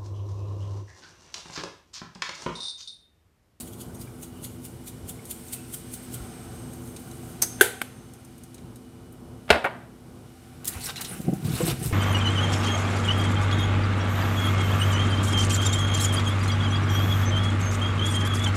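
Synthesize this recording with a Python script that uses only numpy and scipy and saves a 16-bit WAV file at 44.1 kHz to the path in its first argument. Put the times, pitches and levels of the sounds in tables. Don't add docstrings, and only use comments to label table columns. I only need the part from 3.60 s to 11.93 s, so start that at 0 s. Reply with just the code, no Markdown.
import sys
import numpy as np
from scipy import signal
from scipy.fft import rfft, irfft, next_fast_len
from scipy.io import wavfile
from scipy.ndimage import uniform_filter1d, map_coordinates

SR = 44100
rng = np.random.default_rng(int(sys.argv[2]) if len(sys.argv) > 2 else 0)


def put_to_file(sound):
    columns = np.atleast_2d(sound).T
    safe = np.clip(columns, -1, 1)
    whole_steps = np.round(safe * 32767)
    wavfile.write(sys.argv[1], SR, whole_steps.astype(np.int16))


def voltage_ratio(decibels):
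    exponent = np.asarray(decibels, float) / 20
    return 10 ** exponent


N = 367201


# time_s, hum_db, midrange_rush_db, hiss_db
KITCHEN_LEVELS = [(0, -40, -62, -60), (2.2, -39.5, -63.5, -54), (2.6, -38.5, -53.5, -52.5),
                  (3.3, -37.5, -57, -56), (3.95, -38, -55, -51), (4.6, -38.5, -56.5, -55),
                  (5.8, -39, -63, -59.5), (6.4, -38.5, -58.5, -59), (7, -39, -55, -52.5),
                  (8.33, -38.5, -56, -50.5)]
# pitch_hz, level_db
HUM_COLOUR = [(15, -62), (25, -28.5), (43, -15.5), (115, -0.5), (213, -5.5), (244, 1), (275, -15),
              (338, -7.5), (388, -10.5), (444, -14), (743, -20.5), (1060, -22.5), (1500, -29.5),
              (1950, -60), (3300, -120)]
RUSH_COLOUR = [(450, -37.5), (650, -4.5), (760, 11.5), (900, -14), (1250, -0.5), (1500, 1), (1800, -20),
               (2600, -13), (3500, -42)]
HISS_COLOUR = [(880, -30.5), (1500, 0), (2460, 1.5), (2610, -5), (2880, 1.5), (3120, -0.5), (4640, -3),
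               (5380, -2.5), (6690, -5), (9280, -2), (10000, -3), (14900, -9.5), (16000, -26)]
# pitch_hz, level_db (on top of the hum level), waver_hz
APPLIANCE_TONES = [(56, -15, 2.6), (83.7, -13, 0.96), (120, -9, 2.5), (252.6, -8, 1.5),
                   (337.5, -12.5, 1.986), (448, -17.5, 2), (2960, -30, .8)]

# peak_s, level_db, length (times the usual slap), coarse_db (against level_db)
SHAKES = [(.009, -38, 1.7, -11), (.077, -50, 1, -8), (.134, -49.5, 0.99, -9), (.213, -41.5, 1.55, -7.5),
          (.35, -50, 0.89, -10), (0.416, -44.5, 1.7, -7), (0.633, -41.5, 1.2, -7.5),
          (0.847, -38, 1.5, -6.5), (1.052, -39, 1.24, -11.5), (1.279, -39, 1.33, -8.5),
          (1.496, -35, 1.15, -14), (1.712, -33, 1.06, -10), (1.935, -29, 0.91, -13.5),
          (2.142, -33, 1.17, -14), (2.34, -37.5, 1.06, -10), (2.544, -37, 1.4, -10.5)]
# pitch_hz, level_db
HERB_COLOUR = [(710, -57.5), (1200, -26.5), (1440, -11), (1630, -22), (2060, -19.5), (2320, -20),
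               (2980, -15), (4650, -13.5), (5300, -14.5), (8500, -2.5), (9310, 0.5), (10100, -3.5),
               (13600, -5.5), (15500, -8.5), (16300, -36)]
RATTLE_COLOUR = [(1500, -36), (2000, -6), (2500, -6.5), (3000, -3), (3400, 0.5), (4000, -3.5), (5500, -9),
                 (7000, 0), (9000, -41)]
# time_s, flakes_db, one_band_db, three_bands_db
SLIDE_LEVELS = [(0, -65.5, -80, -80), (.8, -62, -80, -80), (1.55, -68, -75, -80), (1.7, -57.5, -61, -76),
                (2.3, -57, -59, -66), (2.7, -61, -59, -61.5), (3.7, -55, -65.5, -65.5),
                (4.1, -80.5, -66.5, -51), (5, -80, -78.5, -72.5), (8.4, -70, -93, -90.5)]
# pitch_hz, level_db
ONE_BAND_COLOUR = [(7300, -51), (7950, -18), (8150, -5.5), (8280, 1.5), (8420, -9), (8900, -40.5)]
THREE_BANDS_COLOUR = [(5800, -40.5), (6200, -15.5), (6300, -1.5), (6420, -12.5), (7300, -40.5), (8500, -17),
                      (8600, -0.5), (8720, -17.5), (9280, -19), (9400, 0.5), (9520, -17), (10500, -46.5)]
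SHAKE_RISE_S, SHAKE_FALL_S = 0.0061, 0.0082
SKIRT_DB, SKIRT_LONGER = -16, 3.8

# peak_s, rise_s, fall_s, level_db, pitch_hz
SQUEAKS = [(.215, 0.0069, 0.0097, -54, 3230), (.305, .008, .008, -51, 1500), (.355, .005, .012, -54, 6400),
           (.478, .006, .008, -54, 1600), (.48, 0.006, 0.0074, -54, 2300), (.78, 0.054, 0.088, -59.5, 2900),
           (1.595, 0.0045, .01, -57, 2210), (1.95, 0.054, 0.15, -60, 1430), (1.97, 0.043, .05, -54, 2620),
           (2.56, 0.019, 0.087, -53.5, 1366), (7.24, 0.018, .02, -39, 4370), (7.25, .015, .015, -33, 8200),
           (7.27, .02, .02, -36, 5670), (7.286, .02, .015, -41.5, 3830), (7.305, .015, .01, -45.5, 2380),
           (7.365, .003, 0.015, -40.5, 5300), (7.375, .006, .008, -40.5, 2830),
           (7.38, 0.011, 0.0091, -32, 4030), (7.452, .003, 0.0093, -37.5, 4120),
           (7.452, .003, .008, -42, 5300), (7.49, .02, 0.026, -37, 9700), (7.515, .025, .03, -40, 9200),
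           (7.99, .015, 0.034, -43, 8160), (8.075, .02, 0.031, -40, 8200),
           (8.027, 0.004, 0.0059, -29, 7800), (8.242, 0.014, 0.0087, -36, 8300)]
SQUEAK_WIDTH = 0.06

# start_s, level_db, pitch_hz, t60_s (time to die by 60 dB)
BUMPS = [(1.43, -23, 94, 0.086), (2.53, -28, 120, 0.27), (2.6, -24, 56, 0.11), (5.9, -15.5, 74.6, 0.21),
         (5.902, -26.5, 222, 0.38)]
# start_s, level_db, tilt_db (per octave)
TICKS = [(1.6541, -39.5, 2), (1.8833, -43.5, 3), (3.1338, -43.5, 2), (3.275, -49.5, -3),
         (3.3633, -38.5, -5.5), (3.5125, -45, -6), (4.5361, -41.5, 1), (4.6483, -44.5, 0), (4.78, -45, 3.5),
         (4.8357, -40.5, 1), (4.9442, -40, -3), (4.981, -46.5, -11), (5.1577, -42.5, -1.5),
         (5.5243, -48.5, 12.5)]
# pitch_hz, level_db
TICK_COLOUR = [(1470, -36), (2500, -14), (3040, -20), (3230, -17), (3800, -4.5), (4340, -11.5),
               (5920, -8.5), (6450, 1.5), (7130, -8.5), (9220, 3), (9890, -3.5), (14100, -7.5),
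               (16000, -22)]
TICK_T60_S = 0.055

# pitch_hz, level_db
CLINK_BLOWS = [(3.8185, -21, -13.5, 0.01, 0.00087), (3.8215, -11, -8, 0.021, 0.00045),
               (3.828, -22, -19, 0.071, 0.0011)]
GLASS_MODES = [(6090, -10, .04), (6145, 2, 0.044), (6380, -21.5, .3), (6420, -22.5, .3), (8230, -8.5, .07)]
GLASS_CRACK = [(180, -54), (300, -26), (1300, -23.5), (3190, -29), (5250, -14), (5900, -11.5), (6150, -3.5),
               (6500, -7), (6960, -16.5), (8220, -9), (12300, -6), (15600, -13.5), (16200, -27.5)]
SNAP_BLOWS = [(3.987, -43.5, -39.5, 0.04, .0017), (3.998, -45.5, -38, 0.05, .001),
              (4.0101, -0.5, -6.5, 0.035, 0.00057), (4.0145, -30.5, -16, 0.042, 0.00025)]
LID_MODES = [(385, -3.5, 0.04), (372, -28, .25), (415, -22.5, .25), (470, -25.5, 0.34), (740, -26, .08),
             (1455, -31.5, 0.33), (1555, 1.5, 0.026), (1530, -27, .4), (1590, -28.5, .35),
             (1620, -1, 0.012), (2100, -11.5, .02), (3350, -7.5, 0.0028)]
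LID_CRACK = [(290, -28.5), (480, -3.5), (560, -15.5), (750, -5.5), (1110, -21.5), (1510, -6.5), (1980, -12),
             (2600, -15), (3440, -11), (5240, -21.5), (8330, -9), (10700, -5.5), (15500, -10.5),
             (16200, -33)]
TAP_BLOWS = [(4.2135, -39, -29.5, .02, .0003), (4.2163, -10, -16.5, 0.029, 0.00026)]
JAR_MODES = [(816, -13, 0.038), (1520, -0.5, 0.02), (1890, 11.5, 0.0034), (2230, -3, 0.013),
             (3520, -7, 0.0077)]
JAR_CRACK = [(150, -35), (250, -4), (900, -15.5), (1500, -9.5), (2800, -12), (5800, -23), (9300, -13),
             (12000, -11.5), (14500, -18), (16200, -35.5)]
KNOCK_BLOWS = [(5.8795, -45.5, -34.5, 0.019, 0.00097), (5.891, -48, -29, 0.088, 0.00056),
               (5.9032, -9, -3, 0.04, 0.00031), (5.9075, -14, -8, .04, 0.00058),
               (5.913, -30, -13, .04, 0.0008), (5.926, -17, -11, 0.06, 0.0017),
               (5.940, -20.5, -13, 0.09, 0.0027), (5.953, -26, -13.5, 0.09, 0.0032),
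               (5.96, -21, -11, .05, 0.0038), (5.974, -17, -22, 0.048, .004)]
BOTTLE_MODES = [(428, -3, 0.052), (548, -6, .08), (627, -14.5, 0.05), (711, -4, 0.067), (772, -6, 0.064),
                (951, -10, 0.18), (1205, -11, 0.049), (1470, -0.5, 0.056), (1500, -7.5, 0.026),
                (2120, -2.5, .04), (2260, -6.5, 0.088), (2337, -3.5, 0.032), (2642, -8.5, 0.08),
                (2890, -12, 0.099)]
BOTTLE_CRACK = [(120, -46), (200, -12), (299, -12.5), (612, -1.5), (1300, -10.5), (1590, -6), (2300, -10),
                (3800, -14), (4700, -18.5), (5150, -20), (5800, -28), (8900, -27), (14500, -32),
                (16200, -48)]
ROCK_BLOWS = [(6.0427, -18.5, -11.5, 0.024, 0.0003), (6.0468, -16.5, -8, 0.028, 0.00064),
              (6.0522, -21, -12, 0.032, 0.0004), (6.0575, -23, -14, 0.029, .0006),
              (6.0625, -26, -11.5, 0.031, 0.0008), (6.0695, -32, -14, 0.033, .0012),
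              (6.077, -24.5, -21, .04, .002), (6.106, -43, -27, .04, .001), (6.119, -41, -30, 0.034, .0015),
              (6.134, -45, -31, .04, .0015)]
ROCK_CRACK = [(120, -42), (200, -11), (440, -17), (696, -2), (836, -5), (1480, -6), (2050, -11),
              (2700, -24), (3100, -19), (5330, -40), (12400, -30.5), (16000, -60)]
DULL_CYCLES = 5.7
WANDER = 0.7
BLOW_SCATTER_DB = 1.5

# peak_s, rise_s, fall_s, hiss_db, scrape_db (against hiss_db)
STROKES = [(7.08, 0.0052, 0.013, -21, -16.5), (7.15, 0.054, 0.042, -45.5, -3),
           (7.259, 0.033, 0.029, -31, -4.5), (7.3, 0.027, 0.013, -63.5, 24),
           (7.37, 0.0072, 0.023, -44.5, 2), (7.419, 0.012, 0.026, -41, -8.5), (7.52, 0.07, 0.12, -40.5, -8),
           (7.87, 0.015, 0.09, -47, -0.5), (7.97, 0.072, 0.045, -38.5, -5.5),
           (8.085, 0.064, 0.017, -35.5, -11), (8.114, 0.048, 0.0088, -37, 6.5),
           (8.245, 0.033, 0.053, -37.5, -12)]
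# time_s, level_db
DRAG_LEVELS = [(7.03, -51.5), (7.08, -43), (7.16, -42), (7.24, -48), (7.3, -36.5), (7.345, -57),
               (7.41, -40), (7.56, -50.5), (7.79, -55), (7.87, -42), (8.06, -37.5), (8.115, -29),
               (8.15, -48), (8.19, -53), (8.25, -44), (8.327, -51)]
# pitch_hz, level_db
BRIGHT_COLOUR = [(2940, -41), (5000, -11.5), (5960, -12), (8020, -7), (8620, -4.5), (11400, -5),
                 (13000, -9.5), (15500, -10.5), (16300, -36)]
SCRAPE_COLOUR = [(1180, -17), (2000, -3.5), (2390, -8), (2900, -4), (3900, 2.5), (4600, -3.5), (5500, -4.5),
                 (7000, -6.5), (9100, -16), (15400, -120)]
DRAG_COLOUR = [(290, -28), (500, -8), (531, -17), (767, -11), (884, -12), (1510, -9.5), (1740, -14),
               (3000, -12), (3900, -61), (6600, -120)]
# start_s, level_db, mid_db (against bright), t60_s
NAILS = [(7.0454, -34, -8, 0.13), (7.0547, -26, -24, 0.021), (7.077, -40, -16, 0.053),
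         (7.3591, -44.5, 12.5, 0.06), (7.4093, -33, -2, 0.056), (7.414, -34, 0, 0.05),
         (7.4481, -39.5, 12, 0.05), (7.736, -41, -15, 0.054), (7.847, -52, 13, 0.086),
         (8.26, -36, -13, 0.11)]
NAIL_CLICK_DB, NAIL_CLICK_T60_S = 2, 0.0027

# middle_s, level_db, pitch_hz, length_s
THUDS = [(7.169, -28, 78.5, 0.0352), (7.52, -31, 187.4, 0.0257), (7.603, -23, 170, 0.0156),
         (7.654, -25.5, 149, 0.0224), (7.669, -27, 164, .014), (7.682, -22, 150, 0.0136),
         (7.693, -13, 181.6, 0.0296), (7.734, -16, 164, 0.0205), (7.835, -27, 140, 0.0237),
         (7.86, -18, 111.5, 0.0325), (7.888, -20, 141, 0.0199), (7.909, -21, 151, 0.0204),
         (7.938, -20, 113, 0.0199), (7.956, -22, 109, 0.0186), (8.003, -24, 300, .008),
         (8.009, -19.5, 332, .008), (8.016, -20, 483, .02), (8.039, -20.5, 172, 0.0306),
         (8.087, -23, 338.5, .024), (8.09, -23, 160, .016), (8.105, -23, 167, 0.0133),
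         (8.127, -18, 120, 0.017), (8.146, -26, 120, .018), (8.198, -32, 114, 0.0295),
         (8.222, -29.5, 187, 0.021), (8.264, -22.5, 136, 0.0249), (8.28, -25, 85, 0.0203),
         (8.298, -27, 110, 0.017), (8.317, -32.5, 444, .018)]
# time_s, level_db
BOOM_LEVELS = [(7.02, -71), (7.15, -44), (7.57, -43), (7.62, -47), (7.69, -25.5), (7.78, -51), (7.9, -36),
               (7.98, -42), (8.1, -27), (8.17, -47.5), (8.23, -32), (8.327, -46)]
# pitch_hz, level_db
PAN_COLOUR = [(18, -47), (45, -4.5), (159, 3.5), (243, -7.5), (400, -10), (468, -7.5), (532, -31),
              (770, -9), (900, -49), (1170, -60), (1980, -120)]
RIM_HZ = (645, 755)
RIM_DB, RIM_GROWS = -3.5, 1.55
OVERTONE_DB, THUD_NOISE_DB = -12, -8

# pitch_hz, t60_s
ROOM_T60 = [(150, 0.73), (500, 0.61), (2000, 0.56), (5000, 0.48), (9000, .45), (14000, 0.31)]
GAIN_FROM_DB, GAIN_BACK_DB_PER_S, GAIN_SENSE_S, GAIN_FALL_S = -13.5, 2.5, 0.012, 0.09


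def unit(x):
    return x / np.sqrt(np.mean(x ** 2) + 1e-20)


def along(points, hz):
    pitches, values = np.transpose(points)
    return np.interp(np.log(hz + 1), np.log(pitches + 1), values)


def curves(rows):
    times, *columns = np.transpose(rows)
    return [np.interp(np.arange(N) / SR, times, column, left=-120) for column in columns]


def wobble(rate):
    knots = rng.standard_normal(int(N * rate / SR) + 4)
    return map_coordinates(knots, [np.arange(N) * rate / SR])


def coloured(x, spectrum):
    m = next_fast_len(len(x) + 8192)
    gains = voltage_ratio(along(spectrum, np.fft.rfftfreq(m, 1 / SR)))
    return unit(irfft(rfft(x, m) * gains, m)[:len(x)])


def noise(spectrum):
    return coloured(rng.standard_normal(N), spectrum)


def grit(spectrum, spiky_db, patchy_db):
    size_db = spiky_db * unit(uniform_filter1d(rng.standard_normal(N), size=16))
    z = signal.stft(rng.standard_normal(N) * voltage_ratio(size_db), nperseg=256)[2]
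    patches = uniform_filter1d(rng.standard_normal(z.shape), size=4, axis=0)
    patches = uniform_filter1d(patches, size=9, axis=1)
    grains = signal.istft(z * voltage_ratio(patchy_db * unit(patches)), nperseg=256)[1][:N]
    return coloured(grains, spectrum)


def swell(s, rise, fall):
    late = np.arange(N) / SR - s
    return np.exp(-np.abs(late) / np.where(late < 0, rise, fall))


def add(track, s, sound):
    part = track[max(round(s * SR), 0):][:len(sound)]
    part += sound[:len(part)]


def soft_hits(rows, attack):
    out, t = np.zeros(N), np.arange(SR // 2) / SR
    for s, db, hz, t60 in rows:
        onset = 1 - np.exp(-t / attack)
        add(out, s, voltage_ratio(db - 60 * t / t60) * onset * np.sin(2 * np.pi * hz * t))
    return out


def room(x):
    hz, t, z = signal.stft(rng.standard_normal(SR), SR, nperseg=256)
    decay = voltage_ratio(-60 * t / along(ROOM_T60, hz)[:, None])
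    tail = signal.istft(z * decay, SR, nperseg=256)[1]
    late = np.pad(x, (round(.004 * SR), 0))
    return signal.fftconvolve(late, tail / np.linalg.norm(tail))[:N]


def blows(rows, modes, crack, ring_wet_db, crack_wet_db, cycles):
    rings, bursts, clicks = np.zeros(N), np.zeros(N), np.zeros(N)
    t = np.arange(SR // 2) / SR
    for s, ring_db, crack_db, t60, contact in rows:
        lean = lambda hz: -20 * np.log10(1 + (hz * contact / DULL_CYCLES) ** 2)
        onset = 1 - np.exp(-t / contact)
        for hz, db, life in modes:
            build_up = 1 - np.exp(-t * hz / cycles)
            level = voltage_ratio(ring_db + db + lean(hz) + rng.normal(0, BLOW_SCATTER_DB) - 60 * t / life)
            drift = WANDER * np.sqrt(hz / 1000 * 100 / SR) * np.cumsum(rng.standard_normal(len(t)))
            drift = uniform_filter1d(drift, size=88, mode="nearest")
            ring = np.sin(2 * np.pi * hz * t + drift - drift[0])
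            add(rings, s, onset * build_up * level * ring)
        colour = [(hz, db + lean(hz)) for hz, db in crack]
        burst = onset * voltage_ratio(crack_db - 60 * t / t60) * coloured(rng.standard_normal(len(t)), colour)
        add(bursts, s, burst)
        click = coloured(1. * (np.arange(4096) == 512), colour) / 64
        add(clicks, s + t60 / 10 - 512 / SR, np.linalg.norm(burst) * click)
    return rings + bursts + room(voltage_ratio(ring_wet_db) * rings + voltage_ratio(crack_wet_db) * clicks)


def kitchen():
    hum_db, rush_db, hiss_db = curves(KITCHEN_LEVELS)
    tones = np.zeros(N)
    for hz, db, waver in APPLIANCE_TONES:
        level = voltage_ratio(db + 1.12 * wobble(7.5))
        tones += level * np.sin(2 * np.pi * np.cumsum(hz + waver * wobble(8)) / SR)
    hum = voltage_ratio(-5.0 + 1.8 * wobble(6.1)) * noise(HUM_COLOUR) + tones
    rush = voltage_ratio(rush_db + 1.3 * wobble(3.21)) * noise(RUSH_COLOUR)
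    hiss = voltage_ratio(hiss_db + 1.9 * wobble(1.8)) * noise(HISS_COLOUR)
    return voltage_ratio(hum_db) * hum + rush + hiss


def shaker():
    flakes_db, one_db, three_db = curves(SLIDE_LEVELS)
    slap = lambda s, longer: swell(s, longer * SHAKE_RISE_S, longer * SHAKE_FALL_S)
    one_band = voltage_ratio(one_db + 1.5 * wobble(10)) * noise(ONE_BAND_COLOUR)
    three_bands = voltage_ratio(three_db + 1.5 * wobble(14)) * noise(THREE_BANDS_COLOUR)
    fine_level = voltage_ratio(flakes_db + 3.0 * wobble(25))
    coarse_level = np.zeros(N)
    for s, db, longer, coarse_db in SHAKES:
        burst = voltage_ratio(db) * (slap(s, longer) + voltage_ratio(SKIRT_DB) * slap(s, SKIRT_LONGER * longer))
        fine_level += burst
        coarse_level += voltage_ratio(coarse_db) * burst
    fine = fine_level * grit(HERB_COLOUR, spiky_db=2.2, patchy_db=2.2)
    coarse = coarse_level * grit(RATTLE_COLOUR, spiky_db=3, patchy_db=4)
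    return fine + coarse + one_band + three_bands


def squeaks():
    out = np.zeros(N)
    shape = [(-4, -40), (-1, -8), (0, 0), (1, -8), (4, -40)]  # (widths from the pitch, dB)
    for s, rise, fall, db, hz in SQUEAKS:
        band = [(hz * (1 + widths * SQUEAK_WIDTH), band_db) for widths, band_db in shape]
        stutter = voltage_ratio(4 * wobble(250)) * rng.standard_normal(N)
        out += voltage_ratio(db) * swell(s, rise, fall) * coloured(stutter, band)
    return out


def counter_bumps():
    return soft_hits(BUMPS, attack=0.0079)


def ticks():
    out, t = np.zeros(N), np.arange(SR // 10) / SR
    for s, db, tilt_db in TICKS:
        colour = [(hz, level + tilt_db * np.log2(hz / 8000)) for hz, level in TICK_COLOUR]
        add(out, s, voltage_ratio(db - 60 * t / TICK_T60_S) * coloured(rng.standard_normal(len(t)), colour))
    return out


def glass_clink():
    return blows(CLINK_BLOWS, GLASS_MODES, GLASS_CRACK, ring_wet_db=-17, crack_wet_db=-13.0, cycles=.8)


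def lid_snap():
    return blows(SNAP_BLOWS, LID_MODES, LID_CRACK, ring_wet_db=-24.5, crack_wet_db=-3, cycles=0.98)


def jar_tap():
    return blows(TAP_BLOWS, JAR_MODES, JAR_CRACK, ring_wet_db=-29, crack_wet_db=-9.5, cycles=0.27)


def bottle_knock():
    return blows(KNOCK_BLOWS, BOTTLE_MODES, BOTTLE_CRACK, ring_wet_db=-32.0, crack_wet_db=-9, cycles=0.3)


def bottle_rock():
    return blows(ROCK_BLOWS, BOTTLE_MODES, ROCK_CRACK, ring_wet_db=-20, crack_wet_db=-12.5, cycles=0.21)


def hands():
    hiss = sum(voltage_ratio(db) * swell(s, rise, fall) for s, rise, fall, db, _ in STROKES)
    scrape = sum(voltage_ratio(db + mid_db) * swell(s, rise, fall) for s, rise, fall, db, mid_db in STROKES)
    drag = voltage_ratio(curves(DRAG_LEVELS)[0])
    bright = grit(BRIGHT_COLOUR, spiky_db=3.5, patchy_db=2.2)
    mid = grit(SCRAPE_COLOUR, spiky_db=4, patchy_db=2.5)
    rub = hiss * voltage_ratio(2 * wobble(70)) * bright
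    rub += scrape * voltage_ratio(2.8 * wobble(90)) * mid
    rub += drag * voltage_ratio(2.5 * wobble(25)) * grit(DRAG_COLOUR, spiky_db=2.5, patchy_db=1.5)
    for s, db, mid_db, t60 in NAILS:
        at = slice(round(s * SR), round(s * SR) + SR // 4)
        catch = bright[at] + voltage_ratio(mid_db) * mid[at]
        t = np.arange(len(catch)) / SR
        rasp = voltage_ratio(-60 * t / t60)
        click = voltage_ratio(NAIL_CLICK_DB - 60 * t / NAIL_CLICK_T60_S)
        add(rub, s, voltage_ratio(db) * (rasp + click) * catch)
    return rub


def potatoes():
    drops = np.zeros(N)
    rim_hits = []
    for s, db, hz, length in THUDS:
        t = np.arange(round(length * SR)) / SR
        turn = 2 * np.pi * hz * t + rng.uniform(0, 2 * np.pi)
        colour = [(hz / 3, -30), (hz / 2, -3), (hz, 0), (2 * hz, -6), (4 * hz, -20), (8 * hz, -60)]
        rough = coloured(rng.standard_normal(len(t)), colour)
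        body = np.sin(turn) + voltage_ratio(OVERTONE_DB) * np.cos(2 * turn) + voltage_ratio(THUD_NOISE_DB) * rough
        arch = np.sin(np.pi * (t / length) ** .75)
        add(drops, s - length / 2, voltage_ratio(db) * arch * body)
        rim_hits += [(s - length / 3, RIM_GROWS * db + RIM_DB, rim_hz, .05) for rim_hz in RIM_HZ]
    rim = soft_hits(rim_hits, attack=0.0065)
    boom = voltage_ratio(curves(BOOM_LEVELS)[0] + 4 * wobble(35)) * noise(PAN_COLOUR)
    return drops + rim + boom


def scene():
    struck = glass_clink() + lid_snap() + bottle_knock() + jar_tap() + bottle_rock()
    near = squeaks() + shaker() + ticks() + hands() + potatoes()
    mix = struck + near + voltage_ratio(-12.5) * room(near) + counter_bumps() + kitchen()
    return mix[None]


def gain_control(x):
    behind = lambda v, s: uniform_filter1d(v, int(s * SR), origin=(int(s * SR) - 1) // 2)
    loudness_db = 10 * np.log10(np.abs(behind(x ** 2, GAIN_SENSE_S)) + 1e-12)
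    over_db = np.maximum(loudness_db - GAIN_FROM_DB, 0)
    creep_db = GAIN_BACK_DB_PER_S * np.arange(N) / SR
    held_db = np.maximum.accumulate(over_db + creep_db, axis=-1) - creep_db
    return x * voltage_ratio(-behind(held_db, GAIN_FALL_S))


def top_cut(x):
    return signal.sosfilt(signal.butter(12, 16640, fs=SR, output="sos"), x)


def record(dry):
    peak = signal.lfilter(*signal.iirpeak(8250, 14, fs=SR), dry)
    heard = gain_control(dry + voltage_ratio(-11.0) * peak)
    clipped = heard / (1 + np.abs(heard) ** 6) ** (1 / 6)
    no_deep_bass = signal.butter(3, 38, "high", fs=SR, output="sos")
    finished = signal.sosfilt(no_deep_bass, clipped)
    return top_cut(finished)


dry = scene()
out = record(dry)
put_to_file(out)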